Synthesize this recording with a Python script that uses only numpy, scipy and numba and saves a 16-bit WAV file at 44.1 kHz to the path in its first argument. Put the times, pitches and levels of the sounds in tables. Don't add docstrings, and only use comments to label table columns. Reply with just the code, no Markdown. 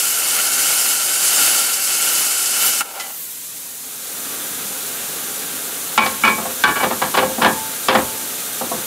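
import sys
import numpy as np
from scipy import signal
from scipy.fft import rfft, irfft, next_fast_len
from scipy.io import wavfile
from scipy.ndimage import uniform_filter1d, minimum_filter1d
from numba import njit

SR = 44100
rng = np.random.default_rng(int(sys.argv[2]) if len(sys.argv) > 2 else 0)


def log_audio(samples):
    frames = np.atleast_2d(samples).T
    limited = np.clip(frames, -1, 1)
    pcm = np.round(limited * 32767).astype(np.int16)
    wavfile.write(sys.argv[1], SR, pcm)


N = 390714
TIME = np.arange(N) / SR
RING_SIZE = 22050
ARC_OUT_S, ARC_FADE_S = 2.811, 0.0093

# (centre [Hz], width [Hz], lift [dB])
AIR_CAVITY = [(800, 75, 6), (1380, 134, 14.5), (1526, 62, 8), (2190, 85, 8), (2690, 230, 6.5),
              (2976, 210, 9), (4570, 160, 5), (5110, 120, 3.5), (6400, 200, 1.5), (7250, 270, 4),
              (7920, 110, 2.5), (8830, 210, 6.5), (9020, 150, -8), (10420, 160, 2), (11070, 140, 1.5)]


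def undb(db):
    return 10 ** (np.asarray(db) / 20)


def unit(x):
    return x / np.sqrt(np.mean(x ** 2))


def curves(table):
    s, *columns = np.transpose(table)
    return [np.interp(TIME, s, c) for c in columns]


def add(out, start_s, x):
    i = int(start_s * SR)
    out[i:i + len(x)] += x[:max(len(out) - i, 0)]


def hump(at_s, half_s):
    return np.exp(-((TIME - at_s) / half_s) ** 2)


def ease(at_s, ease_s):
    return .5 + .5 * np.tanh((TIME - at_s) / (2 * ease_s))


def walk(rate, size=N):
    knots = rng.standard_normal(8192)
    return np.interp(TIME[:size] * rate, np.arange(len(knots)), knots)


def colour(x, points, resonances=()):
    size = next_fast_len(len(x))
    f = np.fft.rfftfreq(size, 1 / SR) + 1
    hz, db = np.transpose(points)
    gain_db = np.interp(np.log(f), np.log(hz), db)
    for centre, width, lift in resonances:
        gain_db = gain_db + lift / (1 + (2 * (f - centre) / width) ** 2)
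    return irfft(rfft(x, size) * undb(gain_db), size)[:len(x)]


def band(x, lo_hz, hi_hz, order=3):
    edges = [lo_hz, min(hi_hz, SR / 2 - 1000)]
    return signal.sosfilt(signal.butter(order, edges, "band", fs=SR, output="sos"), x)


def echo(x, lag_ms):
    return np.interp(TIME - lag_ms / 1000, TIME, x)


def jet(x, mid_db, low_db, top_db, flutter_db):
    size = next_fast_len(N)
    spectrum = rfft(x, size)
    f = np.fft.rfftfreq(size, 1 / SR)
    low = 1 / (1 + (f / 3900) ** 8)
    top = 1 - 1 / (1 + (f / 11800) ** 20)
    out = 0
    for share, db in ((low, low_db), (1 - low - top, mid_db), (top, top_db)):
        eddies = unit(irfft(spectrum * share, size)[:N])
        out = out + eddies * undb(db + flutter_db * walk(45))
    return out


def ring(modes, scatter_db=4.0, rise_s=0.00073, detune_hz=3):
    t = TIME[:RING_SIZE]
    out = 0
    for hz, db, t60 in modes:
        pitch_hz = hz + detune_hz * rng.standard_normal()
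        wave = np.sin(2 * np.pi * (pitch_hz * t + rng.random()))
        strength = undb(db + scatter_db * rng.standard_normal())
        out = out + strength * wave * np.exp(-np.log(1000) * t / t60)
    return out * (1 - np.exp(-t / rise_s))


def arc_levels():
    # (time [s], half length [s], swell [dB], extra fizz [dB], extra roar [dB])
    surges = [(.06, .15, 1.3, 2.2, -1), (.36, .1, 1.3, 1, 2), (.66, .12, 1.7, 1.5, 1.2),
              (.86, .1, 2.4, 1.5, -.5), (1.24, 0.096, 2, .5, -1), (1.44, .13, 4.7, 1.3, 1.2),
              (1.59, .04, 1.4, 1, 1.2), (2.125, .17, 1.6, 3, .6), (2.652, .06, 2.4, 6, 1.8)]
    sizzle_db, roar_db, fizz_db = -20.2, -27.4, -26.4
    swell, spray, roar = sum(np.outer(lifts_db, hump(s, half_s)) for s, half_s, *lifts_db in surges)
    return sizzle_db + swell, roar_db + swell + roar, fizz_db + swell + spray


def steel_faces(x):
    lags_ms = np.linspace(1.8, 9, 12) + rng.uniform(-.3, .3, 12)
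    return x + .17 * sum(echo(x, lag_ms + .035 * walk(1.3)) for lag_ms in lags_ms)


def arc(spatter_per_s=2600, spatter_db=-6, spread_db=2.0, sputter_db=0.5):
    # (frequency [Hz], level [dB])
    outline = [(40, -43), (100, -20), (250, -10), (600, -7), (1050, -9), (1800, -7), (3700, -6),
               (7500, -1.5), (10500, -1), (13000, -9.5), (15500, -15.5)]
    sizzle_db, roar_db, fizz_db = arc_levels()
    sizes = undb(spread_db * np.minimum(rng.exponential(size=N), 5)) * rng.choice([-1, 1], N)
    droplets = unit(sizes * (rng.random(N) < spatter_per_s / SR))
    source = rng.standard_normal(N) + undb(spatter_db) * droplets
    source = source * undb(sputter_db * walk(260))
    fine = signal.sosfiltfilt(signal.butter(2, 3500, "high", fs=SR, output="sos"), source)
    source = source - fine + steel_faces(fine)
    sound = jet(colour(source, outline, AIR_CAVITY), sizzle_db, roar_db, fizz_db, flutter_db=0.94)
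    return sound * np.exp(-np.maximum(TIME - ARC_OUT_S, 0) / ARC_FADE_S)


def gas_levels():
    # (hiss [dB], low rush [dB], top fizz [dB])
    held_db = (-32.9, -41.5, -35.8)
    # (hiss [dB], low rush [dB], top fizz [dB])
    lying_db = (-27.9, -33, -30.5)
    laid = ease(at_s=4.08, ease_s=0.099)
    muffle_db = -3.5 * (1 - ease(at_s=2.98, ease_s=.02))
    hiss, rush, fizz = (held + (lying - held) * laid + muffle_db
                        for held, lying in zip(held_db, lying_db))
    swing_db = 6 * hump(at_s=3.2, half_s=.1)
    return hiss, rush, fizz + swing_db


def gas(reflection=.3, near_m=.09, far_m=.33, sound_m_per_s=343):
    # (frequency [Hz], level [dB])
    outline = [(25, -30), (60, -15), (120, -5.5), (240, 0), (500, -6.5), (1000, -6.5), (2300, -4),
               (4000, -2), (5100, -4.5), (7000, 1.5), (10000, 1.5), (13500, 9.5), (15500, 5)]
    # (centre [Hz], width [Hz], lift [dB])
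    gap_modes = [(495, 290, 7.5), (804, 56, 7), (1310, 300, 6.5), (1580, 110, 5.5), (3600, 280, 2),
                 (6050, 180, 1.5), (7800, 450, -1), (9350, 160, 1.5), (11430, 380, -4.5)]
    # (time [s], gap to the nearest surface [m])
    nozzle_path = [(2.8, .075), (3.3, 0.37), (3.7, .185), (4.2, .09)]
    hiss_db, rush_db, fizz_db = gas_levels()
    gap_m, = curves(nozzle_path)
    bounce_ms = 2000 * gap_m / sound_m_per_s
    closeness = np.clip(np.log(far_m / gap_m) / np.log(far_m / near_m), 0, 1)
    source = rng.standard_normal(N)
    source = source + 0.15 * sum(echo(source, lag_ms) for lag_ms in (4.3, 7.1, 11.3))
    free = colour(source + reflection * echo(source, bounce_ms), outline)
    close = colour(source, outline, gap_modes)
    mix = (1 - closeness) * free + closeness * close
    sound = jet(mix, hiss_db, rush_db, fizz_db, flutter_db=0.63)
    return sound * np.clip((TIME - ARC_OUT_S) / ARC_FADE_S + 1, 0, 1)


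def pop(level_db=-13, decay_s=0.0097, lead_s=0.003):
    # (frequency [Hz], level [dB])
    outline = [(40, -38), (150, -16), (450, -8), (800, 0), (1400, -5), (3000, -10), (6000, -25)]
    age = TIME - (ARC_OUT_S - lead_s)
    envelope = (age > 0) * np.exp(-np.abs(age) / decay_s)
    puff = colour(rng.standard_normal(N) * envelope, outline, AIR_CAVITY)
    return undb(level_db) * unit(puff) * np.std(envelope)


def drag(start_s=2.825, attack_s=.03, hold_s=.28, release_s=.035, level_db=-35.5, judder_db=1.5):
    # (frequency [Hz], level [dB])
    outline = [(100, -43), (400, -6.5), (800, -1.5), (1500, -12), (2200, -12), (6000, -17)]
    age = TIME - start_s
    envelope = np.clip(age / attack_s, 0, 1) * np.exp(-np.maximum(age - hold_s, 0) / release_s)
    bite_db = 5.5 * hump(at_s=2.975, half_s=0.03)
    scrape = unit(colour(rng.standard_normal(N), outline, AIR_CAVITY))
    return scrape * envelope * undb(level_db + bite_db + judder_db * walk(120))


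def clink(at_s=2.998, tick_db=-24, tick_decay_s=0.024):
    # (frequency [Hz], level [dB], t60 [s])
    nozzle = [(2013, -31, .4), (3047, -32, .23), (7450, -30, .07)]
    out = np.zeros(N)
    tick = unit(band(rng.standard_normal(RING_SIZE), 840, 9100))
    tick = tick * np.exp(-TIME[:RING_SIZE] / tick_decay_s)
    add(out, at_s, undb(tick_db) * tick + ring(nozzle))
    return out


def crack(hardness_hz, crack_db=-2, decay_s=0.0052, bright_hz=4200):
    click = unit(band(rng.standard_normal(RING_SIZE), 1700, 7200, order=2))
    click = click * np.exp(-TIME[:RING_SIZE] / decay_s)
    return undb(crack_db) * (hardness_hz / bright_hz) ** 2 * click


def clatter(hardness_hz, push_cycles=2.5, chatter_db=2.0):
    # (frequency [Hz], level [dB], t60 [s], build-up [s])
    underbody = [(66.4, -27.5, 0.39, 0.017), (120, -26, 0.5, .02), (241, -11, 0.31, 0.0098),
                 (475, -9, 0.23, 0.0062), (884, -3, 0.2, 0.00081), (1410, -4.5, 0.17, 0.00084),
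                 (2680, -1.5, 0.15, 0.002), (3600, -1, 0.1, 0.00044), (6840, -1, .08, .001)]
    t = TIME[:RING_SIZE]
    out = 0
    for hz, db, t60, rise_s in underbody:
        grain = unit(band(rng.standard_normal(RING_SIZE), hz / np.sqrt(2), hz * np.sqrt(2)))
        contact = 1 / np.hypot(1, (hz / hardness_hz) ** 2)
        swell = 1 - np.exp(-t / (rise_s + push_cycles / hardness_hz))
        out = out + undb(db) * contact * grain * swell * np.exp(-np.log(1000) * t / t60)
    return out * undb(chatter_db * walk(336, size=RING_SIZE))


def soften(modes, hardness_hz):
    return [(hz, db - 10 * np.log10(1 + (hz / hardness_hz) ** 4), t60) for hz, db, t60 in modes]


def favour(modes, spot_hz, slope_db=7):
    return [(hz, db - slope_db * abs(np.log2(hz / spot_hz)), t60) for hz, db, t60 in modes]


def touch(hardness_hz, plate_db, bracket_db, housing_db, spot_hz, bear_s):
    # (frequency [Hz], level [dB], t60 [s])
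    plate_modes = [(861, -6, 0.23), (1010, -18, 0.19), (1080, -8, 0.38), (1350, 3.5, 0.077),
                   (2012, -20, 0.29), (2260, -0.5, 0.17), (2292, 0, 0.3), (2465, -3, 0.2), (2950, -9, 0.15)]
    # (frequency [Hz], level [dB], t60 [s])
    bracket_modes = [(859, -2.5, 0.25), (1009, -2.5, 0.23), (1143, 2.5, 0.19), (1440, -3, 0.15),
                     (1548, -1.5, 0.16), (1645, 0, 0.28), (1760, -5.5, 0.28), (2940, 0, 0.15),
                     (3460, -17, 0.14)]
    # (frequency [Hz], level [dB], t60 [s])
    housing_modes = [(213, -0.5, 0.44), (233, 2.5, 0.23), (338, -3.5, 0.16), (401.5, -6, 0.32),
                     (520, 0, 0.28), (679, -4, 0.15), (780, 3.5, 0.09), (884, -18, 1), (960, -8, .2),
                     (1102, -3.5, 0.17), (1316, -9, 0.14)]
    plate = undb(plate_db) * ring(soften(plate_modes, hardness_hz))
    bracket = undb(bracket_db) * ring(soften(bracket_modes, hardness_hz))
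    housing = undb(housing_db) * ring(favour(housing_modes, spot_hz), rise_s=0.0012)
    sound = crack(hardness_hz) + clatter(hardness_hz) + plate + bracket + housing
    return sound * (1 - np.exp(-TIME[:RING_SIZE] / bear_s))


def blow(hardness_hz, contact, settle_s=.038, settle_scatter=.15, hardness_kept=.7):
    contacts = { "plate": (2.5, -8, -12, 300, .0004, -12), "bracket": (-8, -1.5, -22, 1100, .0012, -8),
                "wedged": (-14, -8, -1, 950, .005, -10), "housing": (-20, -15, -3.5, 880, .001, -11),
                "grazing": (1, -1, -7, 1100, .008, -1), "sliding": (-20, -21, -3.5, 650, .004, -17)}
    *kind, settle_db = contacts[contact]
    out = touch(hardness_hz, *kind)
    gap_s = settle_s * np.exp(settle_scatter * rng.standard_normal())
    add(out, gap_s, undb(settle_db) * touch(hardness_kept * hardness_hz, *kind))
    return out


def knocks(tail_db=-22, tail_t60_s=0.92):
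    # (time [s], strength [dB], hardness [Hz], where it lands)
    strikes = [ (5.977, -8, 4360, "plate"), (6.058, -19, 3300, "sliding"), (6.236, -14.5, 2200, "plate"),
               (6.249, -14.5, 3100, "plate"), (6.277, -17, 2900, "plate"), (6.379, -18, 900, "sliding"),
               (6.450, -23.5, 1150, "sliding"), (6.637, -8, 3340, "bracket"),
               (6.755, -19.5, 2700, "grazing"), (6.827, -11.5, 1900, "sliding"),
               (6.902, -16.5, 1500, "sliding"), (7.015, -15.5, 2200, "wedged"),
               (7.138, -17, 3500, "wedged"), (7.170, -9.7, 2700, "wedged"), (7.223, -13, 450, "sliding"),
               (7.295, -21, 500, "sliding"), (7.380, -17.5, 910, "sliding"), (7.414, -9.5, 2200, "wedged"),
               (7.444, -7, 2100, "wedged"), (7.884, -4.5, 2920, "housing"), (7.949, -6.8, 1700, "housing"),
               (8.609, -18.3, 880, "sliding"), (8.712, -15.8, 700, "sliding")]
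    out = np.zeros(N)
    for s, db, hardness_hz, contact in strikes:
        add(out, s, undb(db) * blow(hardness_hz, contact))
    out = band(out, 55, 14000)
    decay = np.exp(-np.log(1000) * TIME[:RING_SIZE] / tail_t60_s)
    tail = band(rng.standard_normal(RING_SIZE), 90, 2200, order=1) * decay
    lingering = unit(signal.fftconvolve(out, tail)[:N])
    return out + undb(tail_db) * np.std(out) * lingering


def widen(mid, width):
    scatter = irfft(np.exp(2j * np.pi * rng.random(size=1025)))
    side = colour(signal.fftconvolve(mid, scatter)[:N], width)
    return np.array([mid + side, mid - side])


def scene(left_db=0.45):
    # (frequency [Hz], level [dB])
    arc_width = [(60, -19), (200, -3.5), (400, -1), (700, -4), (1300, -10), (4400, -30), (8000, -21.5),
                 (15000, -26)]
    # (frequency [Hz], level [dB])
    gas_width = [(60, -12), (200, -22), (2000, -32), (8000, -17), (15000, -19)]
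    # (frequency [Hz], level [dB])
    knock_width = [(60, -11), (110, -22), (250, -44), (4000, -33.5)]
    work = widen(arc(), arc_width) + widen(pop() + drag() + clink() + knocks(), knock_width)
    return work * undb([[left_db / 2], [-left_db / 2]]) + widen(gas(), gas_width)


@njit
def follow(x, release):
    out, e = np.empty(len(x)), 0.
    for i in range(len(x)):
        e = max(x[i], e * release)
        out[i] = e
    return out


def record(dry, ceiling_db=0.0, release_s=0.075, top_hz=15620):
    peak = follow(np.abs(dry).max(axis=0), np.exp(-1 / (release_s * SR)))
    gain = np.minimum(1, undb(ceiling_db) / (peak + 1e-9))
    gain = uniform_filter1d(minimum_filter1d(gain, size=65), size=65)
    return signal.sosfilt(signal.ellip(12, .1, 80, top_hz, fs=SR, output="sos"), dry * gain)


dry = scene()
out = record(dry)
log_audio(out)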